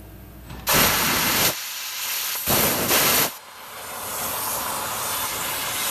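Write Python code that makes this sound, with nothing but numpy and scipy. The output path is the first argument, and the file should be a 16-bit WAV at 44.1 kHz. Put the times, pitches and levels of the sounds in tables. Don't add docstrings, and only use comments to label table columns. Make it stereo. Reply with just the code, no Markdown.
import sys
import numpy as np
from scipy.fft import rfft, irfft
from scipy.io import wavfile
from scipy.ndimage import map_coordinates

SR = 44100
rng = np.random.default_rng(int(sys.argv[2]) if len(sys.argv) > 2 else 0)


def pcm_store(signal):
    levels = np.round(np.clip(np.atleast_2d(signal), -1, 1) * 32767)
    wavfile.write(sys.argv[1], SR, levels.astype(np.int16).T)


N = 260190
TIME = np.arange(N) / SR
FREQ = np.maximum(np.arange(N // 2 + 1) * SR / N, 1)
JET_OPEN_S, CUT_START_S = 0.667, 3.383

# frequency in Hz, relative level in dB.
SHOP_COLOUR = [(25, -10), (55, -19), (90, -5), (170, -7.5), (340, -11), (450, -12.5), (700, -17.5),
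               (1500, -22), (2700, -26.5), (6000, -33.5), (9000, -30.5), (12000, -45), (14000, -28)]
DRIVE_COLOUR = [(25, -24), (60, 2.5), (200, 2), (340, -13), (700, -13), (1050, -13), (1800, -23),
                (4300, -24), (7000, -35), (10000, -50)]
RUMBLE_COLOUR = [(22, -9), (50, -4), (75, -3.5), (105, 1), (160, -6.5), (225, 0), (340, -7), (600, -18.5)]
RUSH_COLOUR = [(25, -13), (80, 0), (200, -2), (350, 0), (520, -6), (720, -9), (1000, -21)]
JET_HISS_COLOUR = [(60, -26), (350, -21.5), (900, -7.5), (1800, -3), (2720, -1), (3280, -2), (4320, -2),
                   (5500, -3.5), (6900, -2.5), (7800, -14), (11000, -30)]
JET_SIZZLE_COLOUR = [(5000, -26), (7500, 1), (9300, 1), (10600, 2.5), (11600, 4), (13000, 8), (14000, 3)]
ROAR_COLOUR = [(200, -6), (350, 1.5), (500, 2.5), (720, 3), (920, -4), (1150, -3), (1600, -18), (4200, -15)]
BUFFET_COLOUR = [(22, -32), (45, -4), (90, -2), (150, -0.5), (250, 0.5), (360, -11), (600, -21.5)]
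THUD_COLOUR = [(30, -7), (70, 0.5), (170, 3.5), (310, -4.5), (480, 1), (700, -8), (1200, -30)]
SLIT_HISS_COLOUR = [(2500, -20), (4800, -2.5), (6800, 3.5), (7700, 5), (8500, 4), (9700, 5.5), (10400, 6),
                    (11300, -1), (12500, -11)]
SLIT_SIZZLE_COLOUR = [(9500, -19), (10800, -7), (11800, 1.5), (12400, -1), (13200, -3.5), (14200, -5)]

# pitch in Hz, width in Hz, relative level in dB.
FRAME_MODES = [(770, 38, 3), (996, 92, -2), (1380, 40, -4), (1770, 54, 1), (2580, 250, -9), (3140, 48, -12),
               (3660, 150, -19)]
BED_MODES = [(435, 39, -3), (544, 85, 1), (623, 71, -3.5), (743, 69, 0.5)]
HOLLOW_MODES = [(873, 62, 3), (1010, 90, 4.5), (1128, 43, 2.5), (1246, 100, 0), (1412, 38, 0),
                (1560, 550, -11.5)]
HEAD_MODES = [(875, 51, 2.5), (1064, 350, 3.5), (1337, 32, 6.5), (1535, 45, 2.5), (1690, 66, 1.5),
              (1980, 770, 0.5), (2250, 210, -4.5), (2800, 52, 0.5), (4130, 360, -7)]
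GUST_MODES = [(577, 130, 0.5), (1000, 380, 3), (1310, 38, 2.5), (1730, 47, 2), (2645, 56, -2)]
SPUTTER_MODES = [(1380, 260, 3), (1630, 210, 2), (2050, 320, -0.5), (2680, 1300, 1.5), (3360, 320, -3.5),
                 (3600, 140, -4), (4200, 1600, -2.5)]

# pitch in Hz, level in dB.
HUM_TONES = [(59.5, -45), (101.5, -51), (118.6, -55.5), (150.5, -64), (199.4, -53.5), (298.3, -62),
             (318.5, -56.5), (463, -79), (543.7, -71), (673, -63.5), (748, -66), (910, -70), (958, -75),
             (1087, -73), (1287, -70), (1599.5, -67), (2702, -73)]
# start in seconds, level in dB, pitch in Hz, width in Hz,
# seconds to rise, seconds to fade by 60 dB, crack compared with knock in dB.
TICKS = [(0.496, -39.5, 1050, 800, .009, .085, 4.5), (0.595, -38.5, 1000, 700, .001, .03, 4),
         (2.353, -25, 980, 900, .002, .052, -10), (2.464, -28.5, 900, 900, .005, .11, 0),
         (2.648, -25, 750, 700, .02, .14, 2), (3.484, -37, 900, 700, .001, .025, -9)]
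# start in seconds, seconds to settle, then base levels in dB of hiss,
# sizzle, bed roar and rumble.
JET_STEPS = [(0.67, .02, -32.3, -34.6, -52.5, -64.5), (1.95, 0.088, -29, -27.7, -45.5, -52.5),
             (2.347, 0.011, -36, -28.5, -50.5, -53), (2.6, .1, -41, -40, -46, -56)]
# delay in milliseconds, gain.
JET_ECHOES = [(0.69, .13), (1.68, -.08), (2.0, .06), (2.72, -.08), (3.41, .05)]
# start and shut-off in seconds, held level in dB, opening overshoot in
# dB, its length in seconds, final swell in dB, then dB added for sizzle, roar, buffeting and ring,
# seconds the roar is late, seconds buffeting and ring are late, low edge of the buffeting in Hz.
BLASTS = [(0.666, 1.47, -28, 5.5, 0.22, 7, 1.8, -2, -3.5, 1.5, 0.055, 0.069, 35),
          (2.458, 2.866, -33, 6, 0.28, -3, 5.5, 6, 3.5, -3, 0.038, 0.035, 105),
          (2.878, 3.235, -23.5, 2, 0.12, 0, 3, -0.2, -10, -4, 0.021, 0.025, 105)]
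# start in seconds, end in seconds, level in dB.
THUDS = [(0.737, 0.924, -24), (2.469, 2.72, -30.5)]
# time in seconds, base levels in dB of hiss, bed roar and hollow ring.
CUT_LEVELS = [(3.4, -50.5, -54, -46.5), (3.6, -50, -49, -44), (4.1, -33.5, -40, -36),
              (4.26, -32.5, -37, -33), (4.44, -29.5, -40, -35), (4.48, -30.5, -37.5, -29.5),
              (4.52, -27.5, -38, -35.5), (4.64, -34, -38, -31.5), (4.82, -32.5, -36.5, -31.5),
              (4.95, -32.5, -39.5, -34), (5.1, -30, -37.5, -32), (5.16, -32, -40, -33),
              (5.25, -30.5, -37.5, -30), (5.272, -32, -42.5, -37), (5.34, -33, -41, -35),
              (5.5, -32.5, -42, -36), (5.7, -31, -41.5, -36), (5.85, -27.5, -41.5, -35)]
# time in seconds, base level in dB.
SPUTTER_LEVELS = [(3.42, -50.5), (3.77, -43), (4.0, -44), (4.25, -39), (4.65, -39), (5.1, -36),
                  (5.45, -35.5), (5.87, -32.5)]
SLIT_SIZZLE_LEVELS = [(3.4, -58), (3.5, -56), (4.15, -33.5), (4.55, -30.5), (4.67, -38.5), (5.22, -32.5),
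                      (5.38, -35), (5.63, -32.5), (5.7, -35.5), (5.88, -29.5)]
# extra delay in milliseconds, average gain.
CUT_ECHOES = [(0, .14), (0.25, -.1), (0.6, .16)]
# start in seconds, end in seconds, pitch in Hz, level in dB.
WHISTLES = [(5.04, 5.14, 3620, -44), (5.168, 5.27, 3600, -42), (5.32, 5.495, 3630, -44.5),
            (5.28, 5.86, 2110, -45.5), (5.44, 5.86, 2530, -44), (5.44, 5.78, 2980, -44.5),
            (5.653, 5.95, 3360, -44), (5.74, 5.95, 3790, -42)]


def undb(db):
    return 10 ** (np.asarray(db) / 20)


def unit(x):
    return x / np.sqrt(np.mean(x ** 2))


def curves(table):
    times, *columns = np.transpose(table)
    return [np.interp(TIME, times, column) for column in columns]


def gate(start, end, rise, fall):
    return np.clip((TIME - start) / rise, 0, 1) * np.clip((end - TIME) / fall, 0, 1)


def colour(points):
    hz, db = np.transpose(points)
    return undb(np.interp(np.log(FREQ), np.log(hz), db))


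def resonances(modes):
    power = 0
    for hz, width, db in modes:
        off_pitch = (FREQ / hz - hz / FREQ) * hz / width
        power = power + undb(db) ** 2 / (1 + off_pitch ** 2 / 2) ** 2
    return np.sqrt(power)


def noise(spectrum):
    return unit(irfft(rfft(rng.standard_normal(N)) * spectrum, N))


def wander(rate):
    return noise(1 / (1 + (FREQ / rate) ** 4))


def turbulence(spectrum, surge_db, swirl_db):
    out = 0
    for octave in range(6, 15):
        band = spectrum * np.sqrt(np.clip(1 - abs(np.log2(FREQ) - octave), 0, 1))
        out = out + np.linalg.norm(band) * noise(band) * undb(swirl_db * wander(2 ** (octave / 2)))
    return unit(out * undb(surge_db * wander(8.4)))


def flaring(modes, spread_db, rate):
    out = 0
    for hz, width, db in modes:
        gain = undb(db + spread_db * wander(rate)) * np.sqrt(width)
        out = out + gain * noise(resonances([(hz, width, 0)]))
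    return unit(out)


def shifting(x, spread_db=2.1, rate=5):
    spectrum, out = rfft(x), 0
    for centre in range(0, 16000, 1000):
        band = np.clip(1 - abs(FREQ - centre) / 1000, 0, 1)
        out = out + irfft(spectrum * band, N) * undb(spread_db * wander(rate))
    return unit(out)


def echo(x, delay_ms):
    return map_coordinates(x, [np.arange(N) - delay_ms * SR / 1000], order=3)


def wavering_echo(x, delay_ms):
    return (1 + .7 * wander(3.5)) * echo(x, delay_ms + .012 * wander(3.5))


def enclosure(echo_db=-9, fade_s=0.05):
    tail = rng.standard_normal(N) * np.exp(-np.log(1000) * TIME / fade_s) * (TIME > .003)
    return abs(1 + undb(echo_db) * rfft(tail / np.linalg.norm(tail)))


def idle_machine():
    hum = 0
    for hz, db in HUM_TONES:
        gain = np.sqrt(2) * undb(db + 1.3 * wander(8.0))
        hum = hum + gain * np.sin(2 * np.pi * hz * TIME + 0.94 * wander(3.9))
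    air = noise(colour(SHOP_COLOUR) * enclosure()) * undb(-47)
    thin_hiss = noise(resonances([(13300, 550, -5.0), (10860, 390, -12.5)])) * undb(-55)
    fade_db = -53 * np.maximum(TIME - .7, 0)
    return (hum + air + thin_hiss) * undb(fade_db)


def drive(peak_s=0.535, rise_db_per_s=163, fall_db_per_s=54):
    body = noise(colour(DRIVE_COLOUR)) + noise(resonances(FRAME_MODES)) * undb(-11.5)
    past_peak = TIME - peak_s
    level_db = -35.5 + np.minimum(rise_db_per_s * past_peak, -fall_db_per_s * past_peak)
    whine = noise(resonances([(8000, 140, 0)])) * undb(-55) * gate(0.42, 0.585, rise=.07, fall=.07)
    return body * undb(level_db) + whine


def ticks_and_pops():
    out = 0
    for start, db, hz, width, rise_s, fade_s, crack_db in TICKS:
        age = np.maximum(TIME - start, 0)
        knock = noise(resonances([(hz, width, 0)]))
        crack = noise(colour([(500, -27), (2500, 3.0), (6500, -10), (12000, -18)]))
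        gain = undb(db) * np.minimum(age / rise_s, 1) * np.exp(-np.log(1000) * age / fade_s)
        out = out + (knock + undb(crack_db) * crack) * gain
    return out


def jet_levels():
    levels = np.array(JET_STEPS[0][2:])[:, None]
    for start, settle_s, *db in JET_STEPS:
        progress = np.clip((TIME - start) / settle_s, 0, 1)
        levels = levels + (np.array(db)[:, None] - levels) * progress
    return levels


def bed():
    _, cut_roar_db, cut_hollow_db = curves(CUT_LEVELS)
    _, _, jet_roar_db, jet_rumble_db = jet_levels()
    before_cut = TIME < CUT_START_S
    roar_db = np.where(before_cut, jet_roar_db - 5, cut_roar_db + 0.97)
    hollow_db = np.where(before_cut, jet_roar_db + 1, cut_hollow_db + 0.2)
    cut_rumble_db = -39.5 + 1.35 * (roar_db + 38)
    rumble_db = np.where(before_cut, jet_rumble_db, cut_rumble_db)
    roar = turbulence(resonances(BED_MODES), surge_db=1.0, swirl_db=0.8) * undb(roar_db)
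    hollow = flaring(HOLLOW_MODES, spread_db=1.1, rate=14) * undb(hollow_db)
    rumble = turbulence(colour(RUMBLE_COLOUR), surge_db=0.5, swirl_db=0) * undb(rumble_db)
    rush = noise(colour(RUSH_COLOUR)) * undb(-41.5) * np.clip((TIME - 5.29) / .03, 0, 1)
    return (roar + hollow + rumble + rush) * (TIME > JET_OPEN_S)


def blast_shape(start, end, over_db, over_s, swell_db, rise_s=0.017, fall_db_per_s=317, sharpness=4):
    age = np.maximum(TIME - start, 0)
    overshoot = over_db * np.exp(-(age / over_s) ** sharpness)
    swell = swell_db * np.exp(np.minimum(TIME - end, 0) / 0.094)
    fall = fall_db_per_s * np.maximum(TIME - end, 0)
    return (1 - np.exp(-age / rise_s)) * undb(overshoot + swell - fall)


def jet():
    hiss_gain, sizzle_gain = undb(jet_levels()[:2])
    for start, end, db, over_db, over_s, swell_db, sizzle_db, *_ in BLASTS:
        blast = undb(db) * blast_shape(start, end, over_db, over_s, swell_db, sharpness=14)
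        hiss_gain = np.hypot(hiss_gain, blast)
        sizzle_gain = np.hypot(sizzle_gain, blast * undb(sizzle_db))
    walls = enclosure()
    hiss = turbulence(colour(JET_HISS_COLOUR) * walls, surge_db=0.32, swirl_db=0.67) * hiss_gain
    sizzle = turbulence(colour(JET_SIZZLE_COLOUR) * walls, surge_db=0.8, swirl_db=1.4) * sizzle_gain
    return (hiss + sizzle) * gate(JET_OPEN_S, CUT_START_S, rise=0.0036, fall=0.0033)


def blasts():
    roar = turbulence(colour(ROAR_COLOUR), surge_db=1.94, swirl_db=-0.4)
    ring = turbulence(resonances(HEAD_MODES), surge_db=0.05, swirl_db=0.5)
    out = 0
    for (start, end, db, over_db, over_s, swell_db, _, roar_db, buffet_db, ring_db,
         roar_late_s, late_s, lowest_hz) in BLASTS:
        buffet = noise(colour(BUFFET_COLOUR) / np.sqrt(1 + (lowest_hz / FREQ) ** 6))
        low_end, low_over_s = end + 0.03, over_s * 0.59
        roaring = roar * blast_shape(start + roar_late_s, low_end, over_db, low_over_s, swell_db,
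                                     rise_s=0.0046, fall_db_per_s=560)
        buffeting = buffet * blast_shape(start + late_s, low_end, over_db / 2, low_over_s, swell_db=0,
                                         rise_s=0.0025, fall_db_per_s=560)
        ringing = ring * blast_shape(start + late_s, end, over_db, over_s - late_s, -swell_db)
        blast = roaring * undb(roar_db) + buffeting * undb(buffet_db) + ringing * undb(ring_db)
        out = out + undb(db) * blast
    return out


def gusts():
    thud_gain = sum(gate(start, end, rise=.012, fall=0.1) * undb(db) for start, end, db in THUDS)
    thuds = noise(colour(THUD_COLOUR)) * thud_gain
    whistle = noise(resonances(GUST_MODES)) * gate(0.68, 0.86, rise=0.011, fall=0.2) * undb(-20.5)
    return thuds + whistle


def whistles(width_hz=100):
    out = 0
    for start, end, hz, db in WHISTLES:
        tone = noise(resonances([(hz, width_hz, 0)]))
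        tone = echo(tone, delay_ms=.8 * wander(3.83))
        out = out + tone * gate(start, end, rise=0.025, fall=0.034) * undb(db + 2.4 * wander(9.5))
    return out


def travel_echoes(x, set_off_s=3.73, ease_s=2.85):
    travel_s = np.maximum(TIME - set_off_s, 0)
    nearest_ms = 1.29 + 1.05 * (1 - np.exp(-travel_s / ease_s))
    out = sum(gain * wavering_echo(x, nearest_ms + extra_ms) for extra_ms, gain in CUT_ECHOES)
    for distance, speed, flip in rng.random((12, 3)):
        delay_ms = 1.5 + 7 * distance + (2 * speed - .5) * nearest_ms
        out = out + .11 * np.sign(flip - .5) * wavering_echo(x, delay_ms)
    return out


def cut():
    hiss_db = curves(CUT_LEVELS)[0] - 1.5
    sizzle_db = curves(SLIT_SIZZLE_LEVELS)[0] - 0.5
    sputter_db = curves(SPUTTER_LEVELS)[0] + 0.9
    hiss = shifting(turbulence(colour(SLIT_HISS_COLOUR), surge_db=0.35, swirl_db=1.06)) * undb(hiss_db)
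    sizzle = shifting(noise(colour(SLIT_SIZZLE_COLOUR))) * undb(sizzle_db)
    sputter = flaring(SPUTTER_MODES, spread_db=1.5, rate=19) * undb(sputter_db)
    direct = hiss + sizzle + sputter
    return (direct + travel_echoes(direct)) * (TIME > CUT_START_S)


def scene():
    gas = jet() + blasts() + gusts()
    gas = gas + sum(gain * echo(gas, delay_ms) for delay_ms, gain in JET_ECHOES)
    mono = gas + bed() + cut() + whistles() + ticks_and_pops() + idle_machine() + drive()
    return np.array([mono, mono])


def record(dry):
    dips = resonances([(1840, 48, -15.5), (4820, 130, -9.5), (7520, 220, -7.5), (10360, 220, -1.5)])
    low_pass = 1 / np.sqrt(1 + (FREQ / 14150) ** 600)
    return irfft(rfft(dry) * (1 - dips) * low_pass, N)


dry = scene()
out = record(dry)
pcm_store(out)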